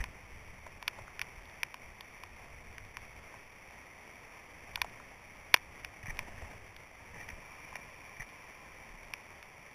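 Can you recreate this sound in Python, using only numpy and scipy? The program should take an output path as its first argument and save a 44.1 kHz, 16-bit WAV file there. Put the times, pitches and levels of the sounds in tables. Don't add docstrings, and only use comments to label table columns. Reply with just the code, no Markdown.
import sys
import numpy as np
from scipy import signal
from scipy.fft import rfft, irfft
from scipy.io import wavfile
from scipy.ndimage import uniform_filter1d

SR = 44100
rng = np.random.default_rng(int(sys.argv[2]) if len(sys.argv) > 2 else 0)


def store_pcm(level_fs):
    pcm = np.round(np.clip(level_fs, -1, 1) * 32767).astype(np.int16)
    wavfile.write(sys.argv[1], SR, np.atleast_2d(pcm).T)


N = 429534
TIME = np.arange(N) / SR
FREQ = np.maximum(np.arange(N // 2 + 1) * SR / N, 1)

# [f/Hz, gain/dB]
RAIN_EQ = [(100, -0.5), (300, -5), (620, -2.5), (950, -1.5), (1250, -5.5), (1500, -9.5), (1900, -1),
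           (2250, 2.5), (2500, -3), (2850, -13.5), (3300, -15), (3800, -22)]
# [f/Hz, gain/dB]
BREEZE_EQ = [(15, 4), (35, -0.5), (60, 2), (95, 0.5), (140, -9.5), (220, -14.5), (500, -52)]
# [centre t/s, length/s, level/dB]
BREEZE_GUSTS = [(.45, .6, -53), (1.15, 0.54, -57), (1.9, 0.12, -55.5), (2.78, 0.71, -53.5),
                (5.55, 0.69, -60)]
# [centre t/s, length/s, rustle level/dB, air rush level/dB]
CAMERA_TURNS = [(0.01, 0.12, -54, -43), (4.845, 0.43, -58.5, -56), (6.338, 0.43, -51, -53),
                (7.24, 0.35, -54.5, -54.5), (7.757, 0.35, -57, -64.5), (8.903, 1.2, -59.5, -68)]
# [f/Hz, gain/dB]
RUSTLE_EQ = [(150, 6.5), (350, -1.5), (650, 3.5), (1000, 0), (1400, -9), (1850, 3), (2700, -6),
             (3800, -21.5)]
# [t/s, length/s, level/dB]
MOUNT_RUBS = [(.003, 0.017, -43), (6.028, 0.014, -49.5), (6.058, 0.0054, -43), (6.066, 0.01, -46),
              (6.077, 0.037, -43.5), (7.128, 0.094, -54.5), (7.2, 0.051, -52), (7.288, 0.0053, -41.5),
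              (7.301, 0.0095, -45), (7.755, 0.0043, -36), (7.763, 0.0071, -45), (8.165, 0.0075, -51.5),
              (8.192, 0.042, -44.5)]
# [f/Hz, width/Hz, gain/dB]
MOUNT_MODES = [(940, 880, -16.5), (1903, 280, -2.5), (2323, 120, -3)]
# [t/s, f/Hz, decay/s, level/dB]
JOLTS = [(.004, 48.6, 0.015, -24), (1.376, 45, 0.032, -43), (6.037, 103.5, 0.017, -39.5),
         (6.083, 137, 0.0063, -33), (6.091, 26, 0.034, -35), (6.425, 75.6, 0.023, -37.5),
         (7.33, 41.8, .02, -42), (8.198, 134, 0.007, -40), (8.203, 35.3, .03, -42), (8.9, 31.8, 0.13, -49)]
# [f/Hz, width/Hz, gain/dB]
SHELL_MODES = [(694, 300, -10), (998, 140, -1), (1516, 90, -13.5), (1828, 330, 1), (2340, 274, 4),
               (2820, 200, -12.5), (3304, 400, -9)]
# [t/s, level/dB, low modes/dB, middle modes/dB, high modes/dB]
SHELL_DROPS = [(0.0405, -35.5, 4.5, 2, -1), (0.8265, -40, 5, 2, -7), (0.8794, -26.5, -3.5, 1.5, 5),
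               (1.1939, -36.5, -4, 3, -9), (1.2155, -30.5, -5, -2, -14), (1.2201, -43.5, 8, 2, 16),
               (1.4548, -59, -3, -1, 12), (1.4977, -57, 0, 5, 6), (1.6324, -27, -2, -2.5, -21),
               (1.743, -40, 6.5, -3, -6), (2.0083, -43.5, 7.5, 1, 15), (2.2359, -42.5, 6.5, -1, -8),
               (2.782, -43, 0, 7, 3), (2.9699, -38, 4.5, -1, -17), (4.7575, -31.5, -1.5, -1, 7),
               (4.817, -24.5, 1, -0.5, 6.5), (4.8971, -55, -3, -3, 1), (5.5419, -11.5, -2, -0.5, 10),
               (5.5633, -39, 5, 3, -2), (5.5717, -45, 6, 6, 9), (5.8474, -37, -9, 0.5, 1),
               (6.1708, -49, -3, -3, -6), (6.191, -31, 0, -4.5, 2), (6.7646, -49.5, -5, -2, 6),
               (8.2906, -54, 2, -6, 1), (8.4329, -53, 19, -3, 12), (9.1372, -34, -2, -9, -17),
               (9.4276, -47.5, -3, -4, -1)]
# [t/s, f/Hz, level/dB]
SOFT_DROPS = [(0.6648, 850, -44.5), (0.987, 740, -43.5), (1.0778, 1200, -47), (3.3383, 800, -47),
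              (4.7735, 930.0, -42), (4.8437, 700, -38.5), (4.9988, 960, -47.5), (6.42, 680.0, -46),
              (6.5335, 770.0, -49), (7.726, 1000, -46.5)]
# [f/Hz, width/Hz, gain/dB]
BANK_MODES = [(1030, 85, -2), (2364, 104, 0.5)]
# [f/Hz, gain/dB]
INTERPOLATOR_EQ = [(3700, 0), (4300, -1.7), (5700, -11.7), (7000, -23.4), (7750, -27), (7950, -39),
                   (8050, -39), (8250, -26), (9000, -26), (10300, -17), (11600, -12), (12400, -13),
                   (13700, -21), (15000, -39)]


def undb(db):
    return 10 ** (np.asarray(db) / 20)


def unit(x):
    return x / np.sqrt(np.mean(x ** 2))


def colour(x, points):
    hz, db = np.transpose(points)
    return irfft(rfft(x) * undb(np.interp(np.log(FREQ), np.log(hz), db)), N)


def resonate(x, modes):
    return sum((-1) ** k * undb(db) * signal.lfilter(*signal.iirpeak(hz, hz / width, SR), x)
               for k, (hz, width, db) in enumerate(modes))


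def wobble(rate):
    hold = max(int(SR / rate), 1)
    steps = np.repeat(rng.standard_normal(N // hold + 1), hold)
    return unit(uniform_filter1d(steps, hold)[:N])


def add(out, s, sound):
    i = max(int(s * SR), 0)
    out[i:i + len(sound)] += sound[:N - i]


def swells(rows):
    return np.sqrt(sum(undb(db) ** 2 * np.exp(-np.pi * ((TIME - s) / length) ** 2)
                       for s, length, db in rows))


def pose(from_s, until_s, swing_s):
    return np.clip(.5 + np.minimum(TIME - from_s, until_s - TIME) / swing_s, 0, 1)


def small_body(x, cut_hz):
    x = signal.sosfilt(signal.butter(3, cut_hz, "high", fs=SR, output="sos"), x)
    return unit(x) * np.sqrt(.005 * SR / len(x))


def rain(level_db=-53.5, away_db=-1, flicker_db=0.73, patter_db=1.0):
    patter = rng.standard_normal(N) * undb(flicker_db * wobble(14) + patter_db * wobble(500))
    facing_away = pose(from_s=6, until_s=9.7, swing_s=.55)
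    return unit(colour(patter, RAIN_EQ)) * undb(level_db + away_db * facing_away)


def breeze(calm_db=-69, buffet_db=2):
    rushes = [(s, length, db) for s, length, _, db in CAMERA_TURNS]
    flow = np.hypot(undb(calm_db), swells(BREEZE_GUSTS + rushes))
    rumble = colour(rng.standard_normal(N), BREEZE_EQ) * undb(buffet_db * wobble(28))
    return unit(rumble) * flow


def rustle(rough_db=3):
    grain = colour(rng.standard_normal(N), RUSTLE_EQ) * undb(rough_db * wobble(90))
    return unit(grain) * swells([(s, length, db) for s, length, db, _ in CAMERA_TURNS])


def rubs(slip_db=3.5):
    out = np.zeros(N)
    slips = rng.standard_normal(N) * undb(slip_db * wobble(400))
    creak = sum(undb(db) * resonate(resonate(slips, [(hz, width, 0)]), [(hz, width, 0)])
                for hz, width, db in MOUNT_MODES)
    for s, length, db in MOUNT_RUBS:
        n = int(length * SR)
        burst = creak[int(s * SR):][:n] * signal.windows.tukey(n, .3)
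        add(out, s, undb(db) * unit(burst))
    return out


def thumps():
    out = np.zeros(N)
    t = TIME[:SR // 4]
    for s, hz, decay, db in JOLTS:
        add(out, s, -undb(db) * np.sin(2 * np.pi * hz * t) * np.exp(-t / decay))
    return out


def tick(low_db, middle_db, high_db, spot_db=-0.5, splash_db=-19, splash_s=0.0032, contact_s=.00015):
    t = TIME[:SR // 25]
    body = 0
    for hz, width, db in SHELL_MODES:
        spot, detune, phase = rng.standard_normal(3)
        cycles = hz * (1 + .008 * detune) * t + .08 * phase
        ring = np.sin(2 * np.pi * cycles) * np.exp(-np.pi * width * t)
        splash = resonate(rng.standard_normal(len(t)), [(hz, 2 * width, 0)]) * np.exp(-t / splash_s)
        balance_db = np.interp(hz, [1100, 1350, 1950, 2250, 2500, 2750],
                               [low_db, middle_db, middle_db, 0, 0, high_db])
        body += undb(db + balance_db + spot_db * spot) * (unit(ring) + undb(splash_db) * unit(splash))
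    attack = 1 - np.exp(-(t / contact_s) ** 2)
    return small_body(body * attack, cut_hz=980)


def knock(hz=720, width_hz=240):
    t = TIME[:SR // 25]
    return small_body(np.sin(2 * np.pi * hz * t) * np.exp(-np.pi * width_hz * t), cut_hz=340)


def drops(knock_db=-4, knock_lag_s=0.0014, drizzle_db=-62, spread_db=2, drizzle_count=40):
    out = np.zeros(N)
    for s, db, *balance_db in SHELL_DROPS:
        add(out, s, undb(db) * tick(*balance_db))
        add(out, s + knock_lag_s, undb(2 * db + knock_db) * knock())
    for s in rng.uniform(0, N / SR, drizzle_count):
        size, low, high = rng.standard_normal(3)
        add(out, s, undb(drizzle_db + spread_db * size) * tick(4 + 5 * low, 0, 3 * high))
    return out


def plops(width_hz=700, rise_s=0.0016, decay_s=0.0028):
    out = np.zeros(N)
    t = TIME[:SR // 25]
    for s, hz, db in SOFT_DROPS:
        mode = [(hz, width_hz, 0)]
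        push = rng.standard_normal(len(t)) * (1 - np.exp(-t / rise_s)) * np.exp(-t / decay_s)
        ring = resonate(resonate(push, mode), mode)
        add(out, s, undb(db) * small_body(ring, cut_hz=150))
    return out


def bank_ring(from_s=7.36, start_db=-54, fade_db_per_s=5):
    ring = unit(resonate(rng.standard_normal(N), BANK_MODES))
    tipped_down = pose(from_s, until_s=10.2, swing_s=0.44)
    return ring * tipped_down * undb(start_db - fade_db_per_s * (TIME - from_s))


def scene():
    mix = rain() + breeze() + rustle() + rubs() + thumps() + drops() + plops() + bank_ring()
    return np.tile(mix, (2, 1))


def record(dry, hiss_db=-78, band_hz=3800, clock_hz=8000, top_hz=14900):
    overloaded = np.clip(dry[0], -.58, .66)
    band = irfft(rfft(overloaded) / np.sqrt(1 + (FREQ / band_hz) ** 64), N)
    clock = 1 + 2 * np.cos(2 * np.pi * clock_hz * TIME) + 2 * np.cos(2 * np.pi * 2 * clock_hz * TIME)
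    hiss = np.array([unit(colour(noise, [(300, 2.0), (1200, -4), (5000, -31.5)]))
                     for noise in rng.standard_normal((2, N))])
    out = colour(band * clock, INTERPOLATOR_EQ) + undb(hiss_db) * hiss
    return signal.sosfilt(signal.ellip(8, .2, 90, top_hz, fs=SR, output="sos"), out)


dry = scene()
out = record(dry)
store_pcm(out)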